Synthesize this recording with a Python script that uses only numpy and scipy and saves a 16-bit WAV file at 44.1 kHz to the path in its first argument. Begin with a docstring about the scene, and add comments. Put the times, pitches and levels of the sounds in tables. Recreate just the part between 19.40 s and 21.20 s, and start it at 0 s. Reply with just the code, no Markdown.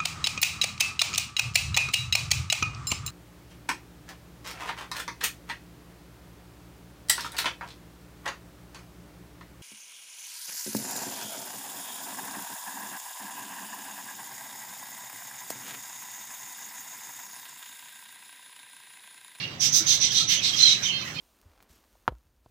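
"""A small room with wooden cages: finches call close by in a run of hoarse chirps, about nine a second.
Each chirp is a chopped, gliding tone near 6 kHz over irregular pulses ringing in beak and throat,
with an overload crackle on top. Other birds add short gliding whistles and nasal harmonic notes;
one bumps a perch, a decaying sine. Decaying noise gives the echoes of cages and room;
shaped noise gives a far flock and a low rumble."""
import sys
import numpy as np
from scipy import signal
from scipy.fft import rfft, irfft, next_fast_len
from scipy.io import wavfile
from scipy.ndimage import uniform_filter1d, map_coordinates

SR = 44100
rng = np.random.default_rng(int(sys.argv[2]) if len(sys.argv) > 2 else 0)


def store_pcm(level_fs):
    """Save levels as 16-bit WAV."""
    pcm = np.round(np.clip(level_fs, -1, 1) * 32767).astype(np.int16)
    wavfile.write(sys.argv[1], SR, np.atleast_2d(pcm).T)


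N = 79380

# hoarse chirps: (start [s], squeak length [s], rasp delay [s], rasp length [s], squeak pitch [Hz],
# squeak level [dB], beak level [dB], throat level [dB], low throat level [dB], crackle level [dB])
CHIRPS = [(0.194, 0.13, 0.0041, 0.1, 6070, -24, -19, -28, -30.5, -35),
          (0.315, 0.1, 0.0058, 0.096, 6080, -17.5, -18.5, -25.5, -39.5, -30),
          (0.457, 0.12, 0, 0.12, 6106, -19.5, -22.5, -22, -34.5, -36.5),
          (0.597, 0.0886, 0, 0.1, 5960, -20, -23, -22.5, -29.5, -50),
          (0.699, 0.049, 0.0014, 0.067, 5950, -24.5, -24, -28, -38, -40.5),
          (0.737, .120, 0.00033, .110, 6020, -25.5, -26.5, -20.5, -34, -45.5),
          (0.868, 0.14, 0.0075, 0.1, 6080, -24.5, -25, -23.5, -23.5, -36),
          (1.014, 0.119, 0.00021, 0.11, 5900, -34.5, -27, -22, -33.5, -47.5),
          (1.104, .050, 0.0059, 0.067, 6100, -36, -27.5, -40, -29.5, -43),
          (1.151, 0.15, 0.0067, 0.13, 5950, -27, -24.5, -23, -32, -45.5),
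          (1.250, 0.1285, .000, 0.11, 6000, -29, -25, -24, -28.5, -49),
          (1.418, 0.1, 0, 0.094, 5994, -27.5, -33, -32.5, -32.5, -48.5)]
# resonances of the rasp: (centre [Hz], width of each of two cascaded sections [Hz], relative level [dB])
BEAK = [(5130, 930, 2), (5805, 500, 2.5), (6563, 580, -5.5), (8100, 1100, -33)]
THROAT = [(3765, 820, 2.5), (4200, 860, -1), (8270, 280, -29)]
LOW_THROAT = [(2360, 1070, -3), (3094, 800, 2)]
# spectrum of the overload crackle: (frequency [Hz], relative level [dB])
CRACKLE = [(800, -9), (2000, 1.5), (7000, -12), (9500, -1), (11500, -1), (13000, 2.5), (15500, 3.5)]
# whistles: (start [s], length [s], start pitch [Hz], end pitch [Hz], level [dB], roughness [ratio])
WHISTLES = [(.000, .020, 2390, 2120, -35.5, 1.1), (.000, 0.01, 4325, 4380, -32.5, 0.9),
            (0.021, 0.047, 2766, 2830, -32, 0.68), (0.401, 0.024, 1380, 1490, -42.5, .6),
            (0.688, 0.033, 3167, 3210, -29.5, .9), (.718, 0.022, 1660, 1826, -44.5, 0.8),
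            (0.803, 0.027, 1322, 1308, -41.5, 0.2), (0.956, 0.048, 2690, 3390, -29, 0.89),
            (.995, 0.033, 2550, 2560, -34, 0.54), (1.128, 0.028, 3225, 3284, -28.5, 0.4),
            (1.197, 0.022, 4115, 4030, -17.5, 0.5), (1.226, 0.018, 4090, 4097, -7.5, .1),
            (1.248, 0.026, 4033, 4146, -13.5, .1), (1.251, 0.0206, 3200, 3250, -19, .2),
            (1.264, 0.0353, 3970, 3872, -16, .4), (1.313, 0.022, 3930, 3943, -17.5, 0.22),
            (1.416, 0.089, 2300, 2330, -38.5, 0.8), (1.432, 0.0368, 3770, 3420, -29.5, 0.68),
            (1.454, 0.023, 3246, 3104, -24, .6), (1.484, 0.043, 3168, 2824, -24, 0.6),
            (1.523, 0.086, 3180, 3140, -35, 0.12), (1.759, .060, 2520, 2446, -37, 0.68),
            (1.786, 0.048, 3150, 3150, -28, .2)]
# nasal notes: (start [s], length [s], start pitch [Hz], end pitch [Hz], level [dB], roughness [ratio])
NASALS = [(-.02, 0.079, 549, 543, -34, 0.99), (0.086, 0.073, 771, 777, -44, 1.15),
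          (1.508, 0.1296, 531.2, 507.5, -33, 0.14), (1.737, 0.1, 600, 636, -37, 0.78)]
# strength of the nasal harmonics: (frequency [Hz], relative level [dB])
NASAL_COLOUR = [(500, -39), (1500, -15), (2100, -12), (2650, -1), (3150, -1.5), (3700, -3.5), (4200, 2.5),
                (4750, -4), (6000, -14.5), (7500, -47), (10000, -34)]
# decay of the room: (frequency [Hz], time to fall 60 dB [s])
ROOM_T60 = [(300, 0.97), (3000, 0.4), (6000, 0.29), (14000, 0.18)]
# tone of the left microphone, which faces away from the cages: (frequency [Hz], gain [dB])
LEFT_SHADE = [(300, -39), (900, -3.5), (2000, -8), (3000, -9), (3900, -8.5), (4700, -16), (6000, -19.5),
              (6600, -23), (7200, 7), (8100, 9), (9500, -2), (12000, -0.5), (14000, -2.5), (15200, -24)]
# spectrum of the distant birds: (frequency [Hz], relative level [dB per Hz])
FAR_FLOCK = [(500, -26.5), (1100, 0.5), (2000, 8), (3000, 5), (4300, -0.5), (6000, 4.5), (8000, -19.5),
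             (11000, -19), (15500, -14)]
# mean level of the distant birds: (time [s], level [dB])
FAR_FLOCK_LEVEL = [(0, -42), (.18, -42.5), (.3, -38.5), (1.35, -38.5), (1.66, -37), (1.8, -42.5)]
# spectrum of the room rumble: (frequency [Hz], relative level [dB per Hz])
RUMBLE = [(15, -67), (25, -26), (80, -11), (107, -0.5), (146, 2), (238, -7.5), (328, -8), (492, -15.5),
          (560, -10.5), (648, -16.5), (692, -14), (911, -15.5), (1200, -16.5), (1560, -29), (2640, -120)]
# likeness of the rumble at the two microphones: (frequency [Hz], left-right correlation [ratio])
RUMBLE_ALIKE = [(30, 0.69), (100, 0.96), (250, 0.92), (600, 0.58), (1200, 0.07)]

SQUEAK_ATTACK_S, SQUEAK_RELEASE_S = 0.023, 0.092
SQUEAK_RISE_HZ, SQUEAK_ARCH_HZ, SQUEAK_JITTER_HZ = 201.6, 118, 198.4
FLUTTER_PER_S, FLUTTER_DB = 160, 2
BUZZ_PER_S, BUZZ_SCATTER, BUZZ_DEPTH = 260, 0.2456, 1  # mean rate, relative scatter, depth 0-1
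PULSES_PER_S, PULSE_SCATTER_DB = 1100, 4
RASP_ATTACK_S, RASP_RELEASE_S = 0.049, 0.068
RASP_FLUTTER_PER_S, RASP_FLUTTER_DB, RASP_LOW_CUT_HZ = 160, 0.5, 1500
WHISTLE_EDGE_S, WHISTLE_JITTER_HZ, WHISTLE_FLUTTER_DB, OVERTONE_DB = 0.0056, 162, 2, -59
NASAL_EDGE_S, NASAL_ARCH_HZ, NASAL_JITTER = 0.02, 5.74, 0.048  # jitter as a share of the pitch
PERCH_S, PERCH_HZ, PERCH_DB, PERCH_ATTACK_S, PERCH_T60_S = 0.4, 319.3, -27, 0.023, 0.14
ROOM_DB, CAGE_DB, CAGE_T60_S = -3.5, -3, 0.032
WHISTLE_ECHO_DB, NASAL_ECHO_DB = -2, -0.5  # sent to the echoes, against the chirps
LEFT_DIRECT_DB, LEFT_ECHO_DB, RIGHT_ECHO_DB = -11.5, 2.5, -1
RUMBLE_DB = -43.5
TOP_HZ = 15950


def amp(db):
    """Level in decibels to amplitude ratio."""
    return 10 ** (np.asarray(db) / 20)


def unit(x):
    """Normalisation to an rms of 1."""
    return x / np.sqrt(np.mean(x ** 2) + 1e-20)


def along(points, hz):
    """Interpolation of (frequency [Hz], value) points on a logarithmic frequency axis."""
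    f, value = np.transpose(points)
    return np.interp(np.log(hz + 1), np.log(f + 1), value)


def wobble(rate):
    """Band-limited random modulation: a smooth curve through `rate` random knots a second."""
    knots = rng.standard_normal(N // 8)
    return map_coordinates(knots, [np.arange(N) * rate / SR], mode="wrap")


def filtered(x, response):
    """Linear filtering: the spectrum times a complex response of frequency."""
    m = next_fast_len(N + SR // 4)
    hz = np.fft.rfftfreq(m, 1 / SR)
    return irfft(rfft(x, m) * response(hz), m)[..., :N]


def coloured(x, points):
    """Spectral shaping by (frequency [Hz], level [dB]) points."""
    return filtered(x, lambda hz: amp(along(points, hz)))


def envelope(start, length, attack, release):
    """Amplitude envelope: quarter-sine attack and release, multiplied where they overlap."""
    t = np.arange(N) / SR - start
    rise = np.sin(np.pi / 2 * np.clip(t / attack, 0, 1))
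    fall = np.sin(np.pi / 2 * np.clip((length - t) / release, 0, 1))
    return rise * fall


def progress(start, length):
    """Normalised time: 0 before a call, 1 after it."""
    return np.clip((np.arange(N) / SR - start) / length, 0, 1)


def phase_of(hz):
    """Phase as the running integral of instantaneous frequency."""
    return 2 * np.pi * np.cumsum(hz) / SR


def squeaks():
    """Frequency and amplitude modulation: a rising, arching tone chopped by an uneven buzz."""
    out = np.zeros(N)
    jitter = SQUEAK_JITTER_HZ * wobble(900)
    buzz_rate = BUZZ_PER_S * (1 + BUZZ_SCATTER * wobble(120))
    buzz = 1 + BUZZ_DEPTH * np.sin(phase_of(buzz_rate))
    flutter = unit(buzz * amp(FLUTTER_DB * np.tanh(wobble(FLUTTER_PER_S))))
    for start, length, _, _, hz, db, *_ in CHIRPS:
        u = progress(start, length)
        glide = SQUEAK_RISE_HZ * (u - .5) + SQUEAK_ARCH_HZ * (np.sin(np.pi * u) - .5)
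        tone = np.sin(phase_of(hz + glide + jitter))
        out += amp(db) * envelope(start, length, SQUEAK_ATTACK_S, SQUEAK_RELEASE_S) * tone
    return np.sqrt(2) * flutter * out


def pulses():
    """Impulsive excitation: pulses irregular in time and uneven in size, for syrinx and crackle."""
    timing, size = rng.standard_normal((2, N // 8))
    at = np.round((np.arange(N // 8) + .4 * timing) * SR / PULSES_PER_S).astype(int)
    inside = (at >= 0) & (at < N)
    return np.bincount(at[inside], amp(PULSE_SCATTER_DB * np.tanh(size[inside])), N)


def ringing(resonances):
    """Source-filter principle: pulses ring in parallel resonances, each two band-pass sections deep."""
    total = np.zeros(N)
    for centre, width, db in resonances:
        def resonance(f):
            return (1j * f * width / (centre ** 2 - f ** 2 + 1j * f * width)) ** 2
        total += amp(db) * unit(filtered(pulses(), resonance))
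    return unit(total)


def rasps():
    """Source-filter mixing: beak and throat shares change by call, with a crackle of overload on top."""
    crackle = unit(coloured(pulses(), CRACKLE))
    layers = np.array([ringing(BEAK), ringing(THROAT), ringing(LOW_THROAT), crackle])
    # third-order high-pass without phase shift
    layers = filtered(layers, lambda hz: hz ** 3 / np.sqrt(hz ** 6 + RASP_LOW_CUT_HZ ** 6))
    flutter = unit(amp(RASP_FLUTTER_DB * wobble(RASP_FLUTTER_PER_S)))
    out = np.zeros(N)
    for start, _, delay, length, _, _, *levels in CHIRPS:
        shape = envelope(start + delay, length, RASP_ATTACK_S, RASP_RELEASE_S)
        out += shape * (amp(levels) @ layers)
    return flutter * out


def whistles():
    """Frequency modulation: short gliding, jittering tones with a weak second harmonic."""
    out = np.zeros(N)
    for start, length, start_hz, end_hz, db, rough in WHISTLES:
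        glide = start_hz + (end_hz - start_hz) * progress(start, length)
        phase = phase_of(glide + rough * WHISTLE_JITTER_HZ * wobble(700))
        tone = np.sin(phase) + amp(OVERTONE_DB) * np.sin(2 * phase)
        out += amp(db) * envelope(start, length, WHISTLE_EDGE_S, WHISTLE_EDGE_S) * tone
    return np.sqrt(2) * out * unit(amp(WHISTLE_FLUTTER_DB * wobble(300)))


def nasals(count=16):
    """Additive synthesis: strong upper harmonics of a low pitch, hoarse where the pitch jitters."""
    out = np.zeros(N)
    k = np.arange(1, count + 1)
    for start, length, start_hz, end_hz, db, rough in NASALS:
        u = progress(start, length)
        glide = start_hz + (end_hz - start_hz) * u + NASAL_ARCH_HZ * np.sin(np.pi * u)
        pitch = glide * (1 + rough * NASAL_JITTER * wobble(600))
        offsets = rng.uniform(0, 2 * np.pi, (count, 1))
        harmonics = np.sin(k[:, None] * phase_of(pitch) + offsets)
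        stack = amp(along(NASAL_COLOUR, k * start_hz)) @ harmonics
        out += amp(db) * envelope(start, length, NASAL_EDGE_S, NASAL_EDGE_S) * unit(stack)
    return out


def perch():
    """Damped oscillation: a soft wooden bump, as of a bird landing, is one decaying sine."""
    t = np.maximum(np.arange(N) / SR - PERCH_S, 0)
    decay = amp(PERCH_DB - 60 * t / PERCH_T60_S)
    return decay * np.minimum(t / PERCH_ATTACK_S, 1) * np.sin(2 * np.pi * PERCH_HZ * t)


def echoes(x):
    """Convolution reverberation: short cage-board and longer room decays, different at each microphone."""
    hz, t, z = signal.stft(rng.standard_normal((2, SR // 2)), SR, nperseg=256)
    room_decay = amp(-60 * t / along(ROOM_T60, hz)[:, None])
    tail = signal.istft(z * room_decay, SR, nperseg=256)[1]
    board_decay = np.exp(-np.log(1000) * np.arange(tail.shape[1]) / SR / CAGE_T60_S)
    boards = rng.standard_normal(tail.shape) * board_decay
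    answer = amp(ROOM_DB) * tail / np.linalg.norm(tail[0])
    answer += amp(CAGE_DB) * boards / np.linalg.norm(boards[0])
    delayed = np.pad(x, (SR // 500, 0))  # first reflection after 2 ms
    return signal.fftconvolve(delayed[None], answer, axes=1)[:, :N]


def far_flock(swell_db=2.0, patchy_db=3.5):
    """Time-frequency modulation of noise: a faint, patchy wash of birds farther off."""
    z = signal.stft(rng.standard_normal((2, N)), nperseg=512)[2]
    field = uniform_filter1d(rng.standard_normal(z.shape[1:]), size=3, axis=0)  # over frequency
    field = uniform_filter1d(field, size=8, axis=1)  # over time
    patches = signal.istft(z * amp(patchy_db * unit(field)), nperseg=512)[1][:, :N]
    level_db = np.interp(np.arange(N) / SR, *np.transpose(FAR_FLOCK_LEVEL))
    return amp(level_db + swell_db * wobble(8.9)) * unit(coloured(patches, FAR_FLOCK))


def rumble():
    """Partly coherent noise: steady rumble, most alike at the two microphones near 100 Hz."""
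    def mid_and_side(hz):
        angle = np.arccos(np.clip(along(RUMBLE_ALIKE, hz), -1, 1)) / 2
        return amp(along(RUMBLE, hz)) * [np.cos(angle), np.sin(angle)]
    mid, side = filtered(rng.standard_normal((2, N)), mid_and_side)
    return amp(RUMBLE_DB) * unit(np.array([mid + side, mid - side]))


def scene():
    """Direct and reflected sound: birds to the right, so the left microphone hears mostly reflections."""
    birds = np.array([squeaks() + rasps(), whistles(), nasals()])
    direct = amp([[LEFT_DIRECT_DB], [0]]) * birds.sum(axis=0)
    echo_send = amp([0, WHISTLE_ECHO_DB, NASAL_ECHO_DB]) @ birds
    reflected = amp([[LEFT_ECHO_DB], [RIGHT_ECHO_DB]]) * echoes(echo_send)
    left, right = direct + reflected + far_flock()
    return np.array([coloured(left, LEFT_SHADE), right]) + rumble() + perch()


def record(dry):
    """Band limiting: the camera keeps nothing above its upper frequency limit."""
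    return filtered(dry, lambda hz: hz < TOP_HZ)


dry = scene()
out = record(dry)
store_pcm(out)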